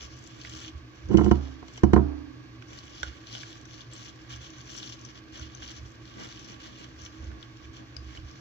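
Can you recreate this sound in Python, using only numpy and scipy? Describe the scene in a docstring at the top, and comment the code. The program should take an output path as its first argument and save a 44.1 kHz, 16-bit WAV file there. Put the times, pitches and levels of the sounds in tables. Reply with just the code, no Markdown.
"""A workshop fan hums throughout as hands work a plastic-wrapped switch into a metal bracket.
First the wrap rustles. After about a second the bracket is dragged off the wooden workbench,
juddering and knocking; the microphones stand on the bench, so the thumps come through their stand.
From two seconds on, the wrap crinkles, fingers rub and small parts tick, close above the bench."""
import sys
import numpy as np
from scipy import signal
from scipy.fft import rfft, irfft
from scipy.io import wavfile
from scipy.ndimage import uniform_filter1d

SR = 44100
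rng = np.random.default_rng(int(sys.argv[2]) if len(sys.argv) > 2 else 0)


def store_pcm(level_fs):
    """Save levels as 16-bit WAV."""
    pcm = np.round(np.clip(level_fs, -1, 1) * 32767).astype(np.int16)
    wavfile.write(sys.argv[1], SR, np.atleast_2d(pcm).T)


N = 370821
T = np.arange(N) / SR


def from_db(db):
    """Turn decibels into a gain to multiply by."""
    return 10 ** (np.asarray(db) / 20)


def rms_one(x):
    """Scale a signal so that its average strength (rms) is 1."""
    return x / np.sqrt(np.mean(x ** 2) + 1e-20)


def level(times, db):
    """A gain that follows the given levels and fades quickly before and after them."""
    outside_s = np.abs(T - np.clip(T, times[0], times[-1]))
    return from_db(np.interp(T, times, db)) * np.exp(-np.minimum(outside_s / .015, 5) ** 2)


def colour(x, points):
    """Make some pitches louder and others softer, along (frequency [Hz], gain [dB]) points."""
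    size = 4096
    hz, db = np.transpose(points)
    curve_db = np.interp(np.log(np.fft.rfftfreq(size, 1 / SR) + 1), np.log(hz), db)
    # minimum phase: the filter never sounds ahead of its input
    cepstrum = irfft(np.log(from_db(curve_db)))
    cepstrum[1:size // 2] *= 2
    cepstrum[size // 2 + 1:] = 0
    return signal.oaconvolve(x, irfft(np.exp(rfft(cepstrum))))[:len(x)]


def keep_band(x, order, hz, kind):
    """Keep the "low" side, the "high" side or a "band"; a higher order cuts more steeply."""
    return signal.sosfilt(signal.butter(order, hz, kind, fs=SR, output="sos"), x)


def drift(per_s):
    """A random wander of typical size 1 that turns about per_s times a second."""
    return rms_one(np.interp(T * per_s, np.arange(N // 20), rng.standard_normal(N // 20)))


def ring(x, hz, t60):
    """Each click starts a pure tone that fades by 60 dB in t60 seconds."""
    decay, angle = from_db(-60 / (t60 * SR)), 2 * np.pi * hz / SR
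    return signal.lfilter([0, np.sin(angle)], [1, -2 * decay * np.cos(angle), decay ** 2], x + 1e-18)


def resonate(x, hz, width_hz):
    """A resonance: sound near one pitch passes, the rest is weakened."""
    decay, angle = np.exp(-np.pi * width_hz / SR), 2 * np.pi * hz / SR
    feed = np.array([1, 0, -1]) * (1 - decay ** 2) / 2
    return signal.lfilter(feed, [1, -2 * decay * np.cos(angle), decay ** 2], x + 1e-18)


def clicks(times, db):
    """One click of the given level at each time."""
    out = np.zeros(N)
    np.add.at(out, np.round(times * SR).astype(int), from_db(db))
    return out


def grains(per_s, spread_db):
    """Random clicks, most small and a few large."""
    size = from_db(spread_db * np.minimum(rng.exponential(1, N), 4))
    return (rng.random(N) < per_s / SR) * size * rng.choice([-1, 1], N)


def strokes(rows, attack_s=.018, release_s=.016, build_db=0):
    """Gain of hand movements: each rises, changes by build_db along its length and dies away."""
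    power = np.zeros(N)
    for start, length, db in rows:
        early = np.maximum(start + attack_s / 2 - T, 0)
        late = np.maximum(T - start - length + release_s / 2, 0)
        shape = np.exp(-np.minimum((early / attack_s) ** 2 + (late / release_s) ** 2, 20))
        progress = np.clip((T - start) / length, 0, 1)
        power += (shape * from_db(db + build_db * (progress - .5))) ** 2
    return np.sqrt(power)


def scatter(x, t60):
    """A crowd of echoes that fades by 60 dB in t60 seconds."""
    t = T[:SR // 2]
    tail = rng.standard_normal(len(t)) * np.exp(-np.log(1000) * t / t60)
    return signal.oaconvolve(x, tail / np.linalg.norm(tail))[:N]


def microphones(left, right):
    """The left microphone opening sounds bright, the right one dull."""
    # tone of each opening: (frequency [Hz], gain [dB])
    bright = [(100, 1.5), (500, -2), (1000, 0), (2400, -1.5), (3200, 0.5), (4400, 3.5), (6200, 6.5),
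              (7500, 0)]
    dull = [(100, -1), (500, 5), (1000, 5), (2400, 7), (3400, 1.5), (4400, -3.5), (6200, -10),
            (7500, -18.5)]
    return np.array([colour(left, bright), colour(right, dull)])


def near(x, hands_db, hands_t60, room_db, room_t60):
    """A close sound reaches the left microphone first and echoes off the hands and the room."""
    left_lead_s = .00042
    late = np.interp(T - left_lead_s, T, x, left=0)
    sides = [direct + from_db(hands_db) * scatter(direct, hands_t60)
             + from_db(room_db) * scatter(direct, room_t60) for direct in (x, late)]
    return microphones(*sides)


def struck(modes, force_at, stand_delay_s):
    """A struck object rings at its own pitches (modes); the right side gets them later, via the stand."""
    left, right = np.zeros((2, N))
    for hz, db, t60, pan_db in modes:
        mode = from_db(db) * ring(force_at(hz), hz, t60)
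        lag = int(stand_delay_s * SR) if hz > 100 else 0   # in the deep bass the stand moves as one
        left += from_db(pan_db) * mode
        right[lag:] += mode[:N - lag]
    return np.array([left, right])


def workshop_fan():
    """A fan hums in a few narrow resonances over soft air noise."""
    # tone of the air noise: (frequency [Hz], gain [dB])
    air_colour = [(25, -29.5), (50, 8), (100, -4), (190, -2.5), (330, -1), (500, -8.5), (900, -16),
                  (1500, -15.5), (2500, -14.5), (4500, -15.5), (8000, -31.5)]
    # fan, duct and room resonances: (pitch [Hz], rough width [Hz], level [dB], left minus right [dB])
    hums = [(119.1, 12.4, -51.5, -0.5), (259.4, 8.2, -63.5, 0), (316.2, 23.5, -54.5, -3),
            (1130, 80, -64, -7.5), (1621, 130, -65, -10)]
    shared = rng.standard_normal(N)
    air = [rms_one(colour(shared + .75 * rng.standard_normal(N), air_colour)) for side in range(2)]
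    out = from_db(-56) * microphones(*air)
    for hz, width, db, pan_db in hums:
        noise = rng.standard_normal((2, N))
        middle, side = resonate(resonate(noise, hz, 1.37 * width), hz, 1.37 * width)
        apart = min(hz / 1100, 2)   # short waves differ more between the microphones
        hum = rms_one(np.array([middle + apart * side, middle - apart * side]))
        out += from_db(db) * hum * from_db([[pan_db / 2], [-pan_db / 2]])
    return out


def bench_sway():
    """Hands lean on the bench and stir its lowest pitch into a soft rumble."""
    # pushes of the hands: (start [s], length [s], level [dB])
    pushes = [(0.0, 0.13, -47.5), (.46, 0.12, -50.5), (.74, .05, -39.5), (1.06, 0.059, -32.5),
              (3.03, .07, -39.5), (4.34, .06, -45.5), (5.40, 0.057, -41.5), (5.61, .06, -47),
              (5.80, 0.042, -39), (6.96, 0.11, -49), (7.21, .12, -37), (7.64, .06, -44.5), (7.97, .13, -41),
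              (8.19, 0.075, -40)]
    rumble = resonate(resonate(rng.standard_normal(N), hz=70, width_hz=13), hz=68, width_hz=25)
    steady = rumble / np.sqrt(uniform_filter1d(rumble ** 2, size=SR // 12))
    resting, leaning = from_db(-57), strokes(pushes, attack_s=.029, release_s=.064, build_db=.5)
    return from_db([[-3.5], [.5]]) * np.hypot(resting, leaning) * steady


def hand_effort():
    """How hard the hands work the wrap, as a gain: deliberate strokes over restless fidgeting."""
    # restlessness between strokes: (time [s], relative level [dB])
    restlessness = [(0.0, -61.5), (0.51, -58.5), (0.75, -65), (1.24, -60), (2.32, -69), (2.67, -64),
                    (2.83, -60), (4.66, -58), (4.92, -55), (5.15, -67.5), (5.38, -67), (5.53, -57.5),
                    (6.02, -60), (6.44, -58), (7.21, -61.5), (8.41, -62)]
    # strokes that drag the wrap over itself: (start [s], length [s], level [dB])
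    wrap_strokes = [(0.0, 0.074, -51.5), (.21, .11, -57), (.39, 0.13, -54.5), (.52, 0.17, -48.5),
                    (.95, .15, -62.5), (1.42, 0.055, -60), (1.70, 0.098, -58), (2.68, 0.34, -57),
                    (3.02, 0.065, -52), (3.33, .12, -53.5), (3.72, .11, -54), (3.91, 0.19, -52.5),
                    (4.31, 0.052, -47.5), (4.43, 0.061, -57), (4.73, 0.062, -47.5), (4.82, 0.13, -49.5),
                    (4.99, .12, -56), (5.15, .04, -56), (5.33, .14, -52), (5.62, .17, -53),
                    (6.18, 0.19, -52), (6.37, .17, -55.5), (6.61, 0.094, -51.5), (6.79, 0.056, -52.5),
                    (6.99, 0.079, -54), (7.73, .07, -56), (8.15, 0.034, -60.5)]
    restless_db = np.interp(T, *np.transpose(restlessness))
    fidget_db = -61.5 + 1.5 * (restless_db - restless_db.mean()) + 3 * drift(per_s=14)
    return np.hypot(from_db(fidget_db), strokes(wrap_strokes))


def fingers(effort):
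    """Skin slips in tiny jerks over the parts: a little with every effort, more when a finger slides."""
    # finger slides: (start [s], length [s], level [dB])
    slides = [(2.71, 0.071, -57), (3.33, 0.054, -56.5), (4.75, .15, -64), (5.35, 0.05, -59),
              (6.17, 0.098, -50.5), (6.49, .08, -58.5), (6.66, 0.048, -59), (6.80, 0.055, -59),
              (7.19, 0.2, -58.5), (7.79, 0.042, -56), (8.16, 0.035, -59.5)]
    # tone of rubbing skin: (frequency [Hz], gain [dB])
    rub_colour = [(60, -32.5), (190, 11), (350, 10), (430, 6.5), (620, 5), (800, 3), (950, 4), (1300, -2.5),
                  (1650, 0.5), (2300, -13), (3500, -19), (8000, -39)]
    slips = rms_one(colour(grains(per_s=2500, spread_db=3.5), rub_colour))
    grip = from_db(-64.5) * (effort / effort.mean()) ** .46
    rubbing = np.hypot(grip, strokes(slides, build_db=-2.5)) * slips
    return near(rubbing, hands_db=1.5, hands_t60=.013, room_db=-4, room_t60=.12)


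def ticks():
    """Small parts and sharp creases tick: a short ring over a snap, with a little rattle after it."""
    # ticks: (time [s], ring level [dB], pitch [Hz], snap relative to ring [dB])
    events = [(0.449, -31, 1950, -2), (2.623, -42, 2700, 6), (3.031, -30, 1460, 14.5),
              (3.351, -34, 3050, 5), (3.371, -38.5, 3030, 2), (3.433, -32.5, 1740, -13),
              (3.654, -40, 5760, 4), (3.807, -38, 3500, -2), (3.934, -30, 7460, -10),
              (4.583, -41.5, 5870, 3), (4.829, -40.5, 3530, 8), (5.050, -33, 5700, -12),
              (5.395, -37, 6000, 1.5), (5.549, -34, 6100, -5), (5.622, -40.5, 1650, 8),
              (7.316, -41, 1650, -1), (7.4275, -34.5, 3370, -11), (7.966, -29, 4730, -6),
              (8.173, -34.5, 2960, -10)]
    # tone of the snap: (frequency [Hz], gain [dB])
    snap_colour = [(150, -30), (400, -7), (750, 7), (1100, -2.5), (1500, 8.5), (2300, -18), (3300, 3),
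                   (4500, -4.5), (6000, -7), (8000, -15.5)]
    out, size = np.zeros(N), 2048
    for time, db, hz, snap_db in events:
        rattle = .11 * rng.standard_normal(size) * np.exp(-T[:size] / .0033)
        contact = signal.unit_impulse(size) + rattle
        tone, snap = resonate(contact, hz, width_hz=300), colour(contact, snap_colour)
        tick = tone / np.abs(tone).max() + from_db(snap_db) * snap / np.abs(snap).max()
        at = round(time * SR)
        out[at:at + size] += from_db(db) * tick
    return near(from_db(-4.5) * out, hands_db=1, hands_t60=.011, room_db=-7, room_t60=.33)


def plastic_wrap(effort):
    """Creases snap over the hiss of sliding plastic; more effort snaps more of them."""
    # tone of thin plastic and of thick folds: (frequency [Hz], gain [dB])
    thin_colour = [(1200, -24.5), (2000, -9), (2650, -4.5), (3100, 3.5), (3600, 0.5), (4200, -0.5),
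                   (5200, 2), (6200, -1.5), (7000, -3), (8000, -7), (15000, 15)]
    fold_colour = [(300, -8.5), (800, 0.5), (1200, 2), (1650, 1.5), (2100, 4.5), (2600, 0.5), (3500, -15),
                   (8000, -22)]
    relative_effort = effort / effort.mean()
    snaps = rms_one(grains(per_s=700 * np.sqrt(relative_effort), spread_db=4))
    pitches = np.geomspace(1000, 7500, num=12)
    band_of_snap = rng.integers(0, len(pitches), N)
    crinkle = np.zeros(N)
    for k, hz in enumerate(pitches):
        sliding = from_db(-11) * rng.standard_normal(N)
        band = resonate(snaps * (band_of_snap == k) + sliding, hz, width_hz=1000)
        crinkle += band * from_db(2.95 * drift(per_s=9))   # new folds shift the tone
    crinkle *= from_db(2.04 * drift(per_s=70))   # the level flickers
    thin = from_db(.5) * effort * rms_one(colour(crinkle, thin_colour))
    folds = from_db(-62) * relative_effort ** .7 * rms_one(colour(crinkle, fold_colour))
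    return near(thin + folds, hands_db=-5.5, hands_t60=.043, room_db=-10.5, room_t60=.3)


def bracket_on_bench():
    """Knocks and a sticking, slipping drag shake bench and bracket; harder contacts sound brighter."""
    # knocks on the bench: (time [s], thud [dB], weight behind it [dB], hardness of contact [dB])
    knocks = [(1.112, -15.5, -2, -24), (1.142, -8.5, -0.5, -32), (1.148, -10, -8, -34),
              (1.182, -19, 7, -10), (1.191, -23.5, 3, -6), (1.210, -16.5, -1, -13.5),
              (1.261, -13.5, -3.5, -20.5), (1.312, -8, 7, -14), (1.626, -48.5, -3, 3.5),
              (1.834, -6, 8, -18), (1.9327, -5.5, 0, -15), (1.9626, -9.5, 4, -12), (1.976, -11, -2, -19),
              (1.993, -18.5, -1, -27)]
    # the bracket judders over the wood: (time [s], shudder [dB], grit [dB])
    drag = [(1.05, -64, -81), (1.10, -24, -69), (1.126, -31, -49), (1.16, -18.5, -54), (1.19, -25.5, -54),
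            (1.23, -27.5, -54), (1.275, -16.5, -55), (1.30, -43, -66), (1.36, -68, -87)]
    # the bracket clinks against the switch: (time [s], level [dB])
    clinks = [(1.172, -40.5), (1.244, -46.5), (1.682, -54), (1.776, -48), (3.031, -48.5)]
    # how bench and bracket ring: (pitch [Hz], level [dB], time to fade 60 dB [s], left minus right [dB])
    bench_modes = [(70.3, -17, 0.55, -6), (128.8, -9.5, 0.3, -13.5), (160, -37, 0.11, -7),
                   (201.3, -4.5, 0.2, -19), (216.7, -4.5, 0.16, -25), (265.2, -21.5, 1.0, -15),
                   (297, -22.5, 1, -14), (326.6, 1, .11, -19), (351.7, -11, 0.21, -9),
                   (395, -29, 0.58, -11), (501.5, -22.5, 0.15, -14), (583, -29.5, 0.036, 18)]
    bracket_modes = [(674, -21.5, 0.39, 0), (731, -1.5, 0.12, -8.5), (753, -14.5, 0.16, 2.5),
                     (800, -16.5, 0.12, -6), (952, -1, 0.096, -12.5), (1030, -5.5, 0.042, 5),
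                     (1099, -10, 0.071, -20), (1353, -4.5, 0.059, -20), (1480, -17, 0.012, -16),
                     (1680, -26, 0.059, -11), (2105, 1.5, 0.12, -8), (2986, 4.5, 0.09, 1.5),
                     (3050, -2, 0.031, 8.5), (3500, 1.5, 0.024, 0.5), (4260, -13.5, 0.11, 8.5),
                     (4900, -11, 0.083, 7), (5880, -11, 0.055, 17.5), (5930, -20, .05, 14),
                     (6400, -27, .1, 0), (7230, -23.5, 0.093, 13.5), (7400, -18, .06, 15)]
    # tone of a knock's sharp crack: (frequency [Hz], gain [dB])
    crack_colour = [(100, -15.5), (350, 4.5), (600, -0.5), (1000, -0.5), (1600, -11), (2300, -22.5),
                    (3200, -3.5), (5000, -8.5), (8000, -13)]
    knock_s, thud_db, weight_db, hardness_db = np.transpose(knocks)
    drag_s, shudder_db, grit_db = np.transpose(drag)
    clink_s, clink_db = np.transpose(clinks)
    clack_db = thud_db + hardness_db
    is_bounce = np.diff(knock_s, prepend=0) < .04
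    ring_db = clack_db - 23 - 16 * is_bounce   # a quick second knock finds the metal damped
    slips = grains(per_s=410, spread_db=3)
    shudder = from_db(-7) * level(drag_s, shudder_db) * slips
    grit = level(drag_s, grit_db) * slips

    boom = clicks(knock_s, thud_db + weight_db) + from_db(6) * shudder
    thud = keep_band(clicks(knock_s, thud_db) + shudder, 2, 650, "low")   # wood gives, softening the push
    bench = struck(bench_modes, lambda hz: boom if hz < 100 else thud, stand_delay_s=.0022)
    bench = keep_band(bench, 4, 42, "high")

    def contact(hz):
        """Each contact lands on another spot and favours other pitches."""
        spot_db = rng.normal(0, 4, len(knock_s))
        clack = clicks(knock_s, clack_db + spot_db) + from_db(1) * grit
        clink = clicks(clink_s, clink_db + rng.normal(0, 3, len(clink_s)))
        ping = clicks(knock_s, ring_db + spot_db) + clink + from_db(-14.5) * grit
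        return clack if hz < 1900 else ping

    bracket = struck(bracket_modes, contact, stand_delay_s=.001247)
    wood = keep_band(clicks(knock_s, clack_db) + grit, 6, 1700, "low")
    metal = clicks(knock_s, ring_db) + clicks(clink_s, clink_db) + from_db(-13.5) * grit
    # the planks ring at many crowded pitches, which come through the stand
    planks = keep_band(wood, 3, [800, 1400], "band")
    clatter = from_db([[15], [28]]) * scatter(planks, t60=.077)
    crack = colour(from_db(22) * wood + from_db(20.5) * metal, crack_colour)
    crack = near(crack, hands_db=16, hands_t60=.033, room_db=1.5, room_t60=.8)
    return bench + bracket + clatter + from_db([[-2], [1.5]]) * crack


def scene():
    """Add up all the sounds in stereo; the same effort drives wrap and fingers."""
    effort = hand_effort()
    bench = bracket_on_bench() + bench_sway()
    return bench + plastic_wrap(effort) + fingers(effort) + ticks() + workshop_fan()


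def record(dry):
    """The microphones clip at full scale and cut the treble steeply; a faint leak and hiss lie above."""
    # treble that leaks past the cut, and the tone of the electronic hiss: (frequency [Hz], gain [dB])
    leak_colour = [(6000, -50), (8200, -18), (9300, -29), (10300, -18.5), (11200, -23), (12300, -17.5),
                   (15500, -25)]
    hiss_colour = [(100, -10), (8000, -19.5), (11200, -11), (12000, 2), (15500, -4)]
    edge_hz, top_hz = 7900, 15700
    edge_filter = signal.ellip(8, .5, 48, edge_hz, fs=SR, output="sos")
    top_filter = signal.ellip(10, .2, 70, top_hz, fs=SR, output="sos")
    body = signal.sosfilt(edge_filter, np.clip(dry, -1, 1))
    leak = np.array([colour(side, leak_colour) for side in dry])
    hiss = np.array([rms_one(colour(rng.standard_normal(N), hiss_colour)) for side in dry])
    return signal.sosfilt(top_filter, body + leak + from_db(-83) * hiss)


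dry = scene()
out = record(dry)
store_pcm(out)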